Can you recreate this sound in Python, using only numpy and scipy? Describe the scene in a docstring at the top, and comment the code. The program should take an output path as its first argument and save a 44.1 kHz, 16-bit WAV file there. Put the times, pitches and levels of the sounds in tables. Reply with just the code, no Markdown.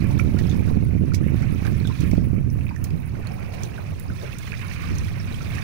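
"""Small waves lap among shore rocks while a breeze buffets the microphone, mostly its right port.
Each wave sloshes, gurgles and fizzes as swarms of bubbles ring. Single air pockets plop, spray ticks,
drops fall, mist patters and a swell roars low in a hollow; the boulders return short echoes.
The wind's eddies rumble and flutter, easing halfway through, over a faint hiss.
The left port faces away from the water and hears it late and muffled."""
import sys
import numpy as np
from scipy import signal
from scipy.fft import rfft, irfft, next_fast_len
from scipy.io import wavfile
from scipy.ndimage import uniform_filter1d, map_coordinates

SR = 44100
rng = np.random.default_rng(int(sys.argv[2]) if len(sys.argv) > 2 else 0)


def materialize(psi):
    """Save the field psi as 16-bit PCM at rate SR to the path in sys.argv[1].

    A 1-D psi becomes a single channel; in a 2-D psi each row is a channel.
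    """
    bounded = np.clip(np.atleast_2d(psi).T, -1, 1)
    quanta = np.round(bounded * 32767).astype(np.int16)
    wavfile.write(sys.argv[1], SR, quanta)


N = 248283

# Waves reaching the rocks. Each row: crest in seconds, gurgle level in dB, rise and fall in seconds
# per 20 dB, slosh and foam in dB against the gurgle.
LAPS = [(0.01, -45.5, 0.22, .25, -13, -10.5), (0.12, -53, 0.3, .3, 1.5, -0.5),
        (0.48, -51.5, 1, 0.66, -2, -4.5), (0.68, -55, 0.56, 0.28, 3, -1), (1.43, -49.5, 0.71, 0.37, -7, -7),
        (1.66, -49.5, 0.33, 0.21, -5, -4), (2.02, -47, 0.75, .27, -12.5, -3.5),
        (2.17, -57, 0.25, 0.12, 2, -1), (2.72, -58, 0.85, 1, -7, -7.5), (3.33, -55, 0.61, 0.97, 2.5, -4),
        (3.64, -50.5, .45, 0.52, -1, -4), (3.87, -58, 0.12, 0.46, -4, 1.5),
        (4.24, -50, 0.17, 0.57, -12, -3), (4.56, -49.5, 0.78, 0.67, -24, -3.5), (4.85, -44, 1, 1, -12, -5),
        (5.24, -55.5, 0.17, 0.7, -7, -2), (5.58, -44.5, 0.77, 0.63, -8, -3.5)]
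def lapping():
    """Level curves of the slosh, gurgle and foam that the waves stir up."""
    crest_s, db, rise_s, fall_s, slosh_offset_db, foam_offset_db = np.transpose(LAPS)
    foam_lag_s = 0.004
    slosh_db = swells(crest_s, db + slosh_offset_db, rise_s, fall_s, calm_db=-61)
    gurgle_db = swells(crest_s, db, rise_s, fall_s, calm_db=-57.5)
    foam_db = swells(crest_s + foam_lag_s, db + foam_offset_db, rise_s, fall_s, calm_db=-80)
    return slosh_db, gurgle_db, foam_db


# Spectra of the three water layers. Each row: frequency in Hz, gain in dB.
SLOSH_EQ = [(120, -23), (300, -3), (450, -6), (750, -4), (1050, -7), (1500, -12.5), (3000, -47)]
GURGLE_EQ = [(500, -48), (900, -6), (1400, -3), (1900, 2), (2600, 1.5), (3100, -5.5), (4100, -55),
             (9000, -60)]
FOAM_EQ = [(1500, -40), (2700, -2), (3800, 2.5), (5200, 1), (6300, -2.5), (7100, -4.5), (10000, -4.5),
           (16000, -10)]
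def waves(slosh_db, gurgle_db, foam_db):
    """Each wave sloshes between the rocks, gurgles with trapped air and leaves fizzing foam."""
    big = swarm(per_s=260, low_hz=323.3, high_hz=1205, cycles=15.2, spread_db=1.0, samples=2000)
    medium = swarm(per_s=1100, low_hz=966, high_hz=3224, cycles=44.5, spread_db=2.5, samples=1100)
    tiny = swarm(per_s=2400, low_hz=2996, high_hz=8720, cycles=65, spread_db=4.0, samples=500)
    slosh = amp(slosh_db + 7) * churn(big, SLOSH_EQ, rush_db=8.0, restless_db=2)
    gurgle = amp(gurgle_db + 3.5) * churn(medium, GURGLE_EQ, rush_db=7, restless_db=1.7)
    foam = amp(foam_db + 1.5) * churn(tiny, FOAM_EQ, rush_db=2.0, restless_db=1.43)
    return slosh + gurgle + foam


def swarm(per_s, low_hz, high_hz, cycles, spread_db, samples):
    """Many bubbles at random moments, mostly faint and a few loud, at rms 1."""
    when, pitch, life, strength = rng.random((int(per_s * N / SR), 4)).T[..., None]
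    hz = low_hz * (high_hz / low_hz) ** pitch
    rings = bubble(np.arange(samples) / SR, hz, t60_s=cycles * (.5 + life) / hz, rise=0.19)
    rings = rings * amp(-spread_db * np.log(np.maximum(strength, .015)))
    index = (when * N).astype(int) + np.arange(samples)
    return unit(np.bincount(index.ravel(), rings.ravel(), N)[:N])


def bubble(t, hz, t60_s, rise):
    """A pinched-off bubble swells within a cycle, rings down and rises in pitch near the surface."""
    phase = 2 * np.pi * hz * t * (1 + rise * t / t60_s / 2)
    attack = 1 - np.exp(-t * hz)
    return np.sin(phase) * attack * amp(-60 * t / t60_s)


def churn(bubbles, eq, rush_db, restless_db):
    """Near bubbles over the rush of countless far ones, surging unevenly, at rms 1."""
    surging = amp(restless_db * (wobble(24) + wobble(130)))
    water = (bubbles + amp(rush_db) * rng.standard_normal(N)) * surging
    return unit(filtered(water, lambda hz: gain(eq, hz) * port(hz)))


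# Single bubbles. Each row: start in seconds, level in dB, pitch in Hz.
PLOPS = [(0.193, -22, 1310), (0.197, -13.5, 2290), (0.39, -23.5, 1850), (1.119, -27.5, 1340),
         (1.142, -24, 2120), (1.282, -28, 2090), (1.428, -29.5, 1430), (1.650, -25.5, 1560),
         (1.674, -24, 1640), (1.851, -29.5, 1470), (1.874, -24.5, 3380), (1.899, -26, 985),
         (2.114, -26.5, 2140), (2.502, -36, 5550), (2.61, -33.5, 2540), (2.667, -27, 2380),
         (2.682, -40, 3640), (2.692, -27, 2340), (2.709, -27, 964), (2.763, -28.5, 1730),
         (3.271, -29, 4200), (3.635, -20.5, 5860), (3.781, -27, 1490), (4.100, -28.5, 1450),
         (4.240, -26, 538), (4.33, -26, 2547), (4.520, -19, 2410), (4.531, -22.5, 1650),
         (4.539, -22.5, 2260), (4.985, -22.5, 5750), (5.344, -28.5, 3070)]
def plops():
    """Pockets of air ring close under the lapping water; smaller, higher ones die sooner."""
    track, t = np.zeros(N), np.arange(SR // 8) / SR
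    for start_s, db, hz in PLOPS:
        t60_s = 0.024 * (980 / hz) ** 0.67
        add(track, start_s, amp(db) * bubble(t, hz, t60_s, rise=0.18))
    return track


# Splats. Each row: start in seconds, level in dB, band centre in Hz, seconds to fall 40 dB.
SPLATS = [(0.189, -26.5, 5270, 0.029), (0.386, -25, 3830, 0.034), (0.497, -31.5, 3940, 0.095),
          (1.136, -24, 4840, 0.056), (1.144, -18, 5400, 0.036), (1.393, -35, 700, 0.12),
          (1.422, -35, 4930, 0.02), (1.65, -27, 1780, 0.033), (1.667, -24, 4080, 0.0073),
          (1.872, -26, 6540, 0.016), (2.004, -29.5, 5260, 0.027), (2.112, -28.5, 4800, .015),
          (2.762, -34.5, 6000, .006), (2.8415, -20, 10100, 0.0044), (2.843, -28.5, 5000, 0.034),
          (2.905, -30.5, 2670, 0.011), (3.271, -32.5, 7000, 0.008), (3.536, -30.5, 2460, 0.059),
          (3.633, -26.5, 5000, 0.015), (3.998, -24, 9600, 0.0047), (4.102, -40, 1690, .06),
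          (4.218, -28, 556, 0.073), (4.384, -24, 7000, 0.015), (4.982, -28.5, 6170, 0.012),
          (5.552, -27, 5800, 0.015)]
def spray():
    """Water slaps on rock; each splat is a quickly fading burst of tiny impacts."""
    track, t = np.zeros(N), np.arange(SR // 5) / SR
    for start_s, db, centre_hz, length_s in SPLATS:
        impacts = rng.standard_normal(len(t)) * amp(7.9 * rng.standard_normal(len(t)))
        attack = 1 - np.exp(-t / (0.037 * length_s))
        burst = impacts * attack * amp(-40 * t / length_s)
        splat = filtered(burst, lambda hz: port(hz) / (1 + 2.5 * np.log2((hz + 1) / centre_hz) ** 2))
        add(track, start_s, amp(db) * splat / np.abs(splat).max())
    return track


FULL_FOAM_DB = -45.5
def drips(foam_db):
    """Sparse drops fall from the wet rocks, weaker as the rocks drain between waves."""
    high = swarm(per_s=63, low_hz=3380, high_hz=6370, cycles=49, spread_db=6.0, samples=900)
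    low = swarm(per_s=35, low_hz=1166, high_hz=2790, cycles=66, spread_db=3.0, samples=1800)
    wetness = amp(0.41 * (foam_db - FULL_FOAM_DB))
    return wetness * (amp(-59) * high + amp(-55) * low)


# Droplet spectrum. Each row: frequency in Hz, gain in dB.
MIST_EQ = [(4000, -37), (6500, -25), (8500, -5), (10500, 3.5), (13800, -6.5), (16000, 2.5)]
def mist(foam_db):
    """The finest droplets, thrown up by the foam, patter back onto the water."""
    drops = swarm(per_s=450, low_hz=5170, high_hz=15700, cycles=46, spread_db=1.0, samples=200)
    fade_db_per_s = 0.87  # the microphone turns away from the misty spot
    level_db = -54.5 + 0.23 * (foam_db - FULL_FOAM_DB) - fade_db_per_s * np.arange(N) / SR
    return amp(level_db) * churn(drops, MIST_EQ, rush_db=-1.5, restless_db=3.5)


# Swells in the hollow. Each row: crest in seconds, level in dB, rise and fall in seconds per 20 dB.
SURGES = [(3.38, -62, 0.55, .8), (3.7, -51.5, 0.41, 0.97), (4.23, -44.5, 0.14, 0.074)]
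# The hollow's colour. Each row: frequency in Hz, gain in dB.
HOLLOW_EQ = [(150, -43), (380, 8), (540, -2), (900, -14), (2500, -60)]
def surge():
    """A longer swell pours into a hollow between the boulders with a low roar."""
    level_db = swells(*np.transpose(SURGES), calm_db=-80)
    return amp(level_db) * churn(np.zeros(N), HOLLOW_EQ, rush_db=0, restless_db=-1.0)


def rock_echoes(x, t60_s):
    """Short scattered echoes from the boulders; the paths change as the water moves."""
    echoes, t = np.zeros(N), np.arange(SR // 6) / SR
    path = np.arange(N) / SR / .4  # a new echo pattern every 0.4 s
    for k in range(int(path[-1]) + 2):
        tail = rng.standard_normal(len(t)) * amp(-60 * t / t60_s) * (1 - np.exp(-t / 0.0018))
        crossfade = np.sqrt(np.maximum(1 - np.abs(path - k), 0))
        echoes += signal.oaconvolve(x * crossfade, tail / np.linalg.norm(tail))[:N]
    return echoes


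# Breeze strength. Each row: time in seconds, level in dB.
BREEZE = [(0.0, -21.5), (0.6, -22), (1.1, -21.5), (1.52, -23), (1.61, -26.5), (1.7, -22.5), (1.92, -23),
          (1.97, -34), (2.0, -20.5), (2.65, -25), (2.75, -32), (3.25, -31), (3.55, -34), (4.4, -35),
          (4.84, -32), (4.92, -25), (5.2, -31), (5.63, -30)]
# Short puffs on top of it. Each row: crest in seconds, level in dB.
PUFFS = [(2.83, -24.5), (2.941, -23), (3.13, -27), (3.46, -33.5), (3.641, -29.5), (3.92, -28.5),
         (4.11, -26.5), (4.52, -35), (5.3, -32), (5.55, -30)]
# The wind evens out as the microphone turns. Each row: time in seconds, left minus right in dB.
WIND_BALANCE = [(0.0, -13), (2.2, -13), (4.4, -4.5), (5.63, -5.5)]
FULL_GUST_DB, FLUTTER_DB_PER_DB = -22.5, 2.34
def wind():
    """The breeze buffets each port separately; flutter grows faster than rumble in a gust."""
    crest_s, puff_db = np.transpose(PUFFS)
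    rumble_db = swells(crest_s, puff_db, rise_s=0.096, fall_s=0.069, calm_db=curve(BREEZE))
    flutter_db = -29.5 + FLUTTER_DB_PER_DB * (rumble_db - FULL_GUST_DB)
    lean = amp(curve(WIND_BALANCE))
    ports = []
    for share, flutter_trim_db in ((lean, -7), (1, -1)):  # left, right
        rumble, flutter = eddies()
        buffet = amp(rumble_db) * rumble + amp(flutter_db + flutter_trim_db) * flutter
        ports.append(2 * share / np.hypot(1, lean) * buffet)
    return overload(np.array(ports), ceiling=0.61, cutoff_hz=900)


# Wind spectra. Each row: frequency in Hz, gain in dB.
RUMBLE_EQ = [(10, -5.5), (25, -16.5), (45, -12.5), (65, -1), (95, 2), (150, -3), (210, -11), (300, -19),
             (500, -51), (1000, -78)]
FLUTTER_EQ = [(90, -47), (170, 3), (240, -2.5), (330, -6), (450, -14), (620, -23), (1000, -57), (3000, -75)]
BURST_DEPTH_DB, BURSTS_PER_S = 2, 35
def eddies():
    """Eddies rumble on one port; each deep suction ends in a sharp rebound, heard as flutter."""
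    rumble = unit(filtered(rng.standard_normal(N), lambda hz: gain(RUMBLE_EQ, hz)))
    # a steady breeze's pressure swings stay much alike in size
    power = np.abs(uniform_filter1d(rumble ** 2, size=1500))
    rumble = unit(rumble / (power + 0.036) ** 0.29)
    troughs = signal.argrelmin(rumble)[0]
    suction = np.zeros(N)
    suction[troughs] = -np.clip(-rumble[troughs] - 1, 0, .5) * (.5 + rng.random(N)[troughs])
    turbulence = unit(suction) + amp(-5) * rng.standard_normal(N)
    bursts = amp(BURST_DEPTH_DB * wobble(BURSTS_PER_S))
    # the 90-degree shift turns each pulse into a dip and a rebound
    flutter = unit(filtered(turbulence * bursts, lambda hz: 1j * gain(FLUTTER_EQ, hz)))
    return rumble, flutter


def overload(x, ceiling, cutoff_hz):
    """The ports cannot follow the hardest gusts: peaks round off, and the rumble stays dull."""
    rounded = x / (1 + (x / ceiling) ** 4) ** .25
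    return filtered(rounded, lambda hz: 1 / (1 + (hz / cutoff_hz) ** 6))


# Self-noise spectrum. Each row: frequency in Hz, gain in dB.
HISS_EQ = [(500, -8), (5500, 5.5), (8000, 1), (10000, -3.5), (13500, 2), (16000, -18)]
def hiss():
    """Faint steady microphone hiss, stronger on the right."""
    noise = unit(filtered(rng.standard_normal((2, N)), lambda hz: gain(HISS_EQ, hz) * port(hz)))
    return noise * amp([[-78], [-61]])


# Resonances of the open port. Each row: centre in Hz, width in Hz, boost in dB.
PORT_MODES = [(2390, 250, 5), (6000, 450, 4), (10100, 1100, 4), (15250, 560, 12)]
def port(hz):
    """The colour that the microphone's duct gives to sound."""
    return amp(sum(db * np.exp(-((hz - centre) / width) ** 2) for centre, width, db in PORT_MODES))


def swells(crest_s, db, rise_s, fall_s, calm_db):
    """Level in dB of overlapping swells over a calm floor; rise_s and fall_s each span 20 dB."""
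    t = np.arange(N)[:, None] / SR - crest_s
    each_db = db - 20 * np.maximum(-t / rise_s, t / fall_s)
    return 10 * np.log10(np.sum(amp(each_db) ** 2, axis=1) + amp(calm_db) ** 2)


def amp(db):
    """Decibels to gain."""
    return 10 ** (np.asarray(db) / 20)


def unit(x):
    """x at rms 1."""
    return x / np.sqrt(np.mean(x ** 2) + 1e-20)


def gain(eq, hz):
    """Gain of (Hz, dB) points read on a log axis."""
    knots_hz, db = np.transpose(eq)
    return amp(np.interp(np.log(hz + 1), np.log(knots_hz + 1), db))


def curve(rows):
    """(Seconds, value) points joined into one value per sample."""
    return np.interp(np.arange(N) / SR, *np.transpose(rows))


def wobble(knots_per_s):
    """A smooth random curve."""
    knots = rng.standard_normal(int(N * knots_per_s / SR) + 4)
    return map_coordinates(knots, [np.arange(N) * knots_per_s / SR])


def filtered(x, response):
    """x through a frequency response, given as a function of Hz."""
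    n = x.shape[-1]
    padded = next_fast_len(n + n // 10)
    return irfft(rfft(x, padded) * response(np.fft.rfftfreq(padded, 1 / SR)), padded)[..., :n]


def add(track, start_s, sound):
    """Mix a sound into a track."""
    rest = track[max(round(start_s * SR), 0):][:len(sound)]
    rest += sound[:len(rest)]


# Shading of the water at the left port. Each row: frequency in Hz, gain in dB.
SHADE_EQ = [(250, -1), (700, 3), (1000, -1), (1700, -13.5), (2300, -17), (3200, -19), (6000, -24.5),
            (15000, -60)]
LEFT_LAG_S, LEFT_CUTOFF_HZ = 29 / SR, 2800
def scene():
    """The right port faces the near water; the left hears its lows late, plus other shore, muffled."""
    slosh_db, gurgle_db, foam_db = lapping()
    splashes = plops() + spray() + drips(foam_db)
    near = waves(slosh_db, gurgle_db, foam_db) + surge() + mist(foam_db) + splashes
    right = near + amp(-7.5) * rock_echoes(splashes, t60_s=0.08)
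    late = filtered(near, lambda hz: np.exp(-2j * np.pi * hz * LEFT_LAG_S)
                    / np.hypot(1, (hz / LEFT_CUTOFF_HZ) ** 6))
    other_shore = waves(slosh_db, gurgle_db, foam_db) + rock_echoes(splashes, t60_s=0.086)
    left = filtered(amp(-9.0) * late + amp(-3.5) * other_shore, lambda hz: gain(SHADE_EQ, hz))
    return amp(4.5) * np.array([left, right]) + wind() + hiss()


BAND_LIMIT_HZ = 15750
def record(dry):
    """Nothing above the band limit passes."""
    return filtered(dry, lambda hz: hz < BAND_LIMIT_HZ)


dry = scene()
out = record(dry)
materialize(out)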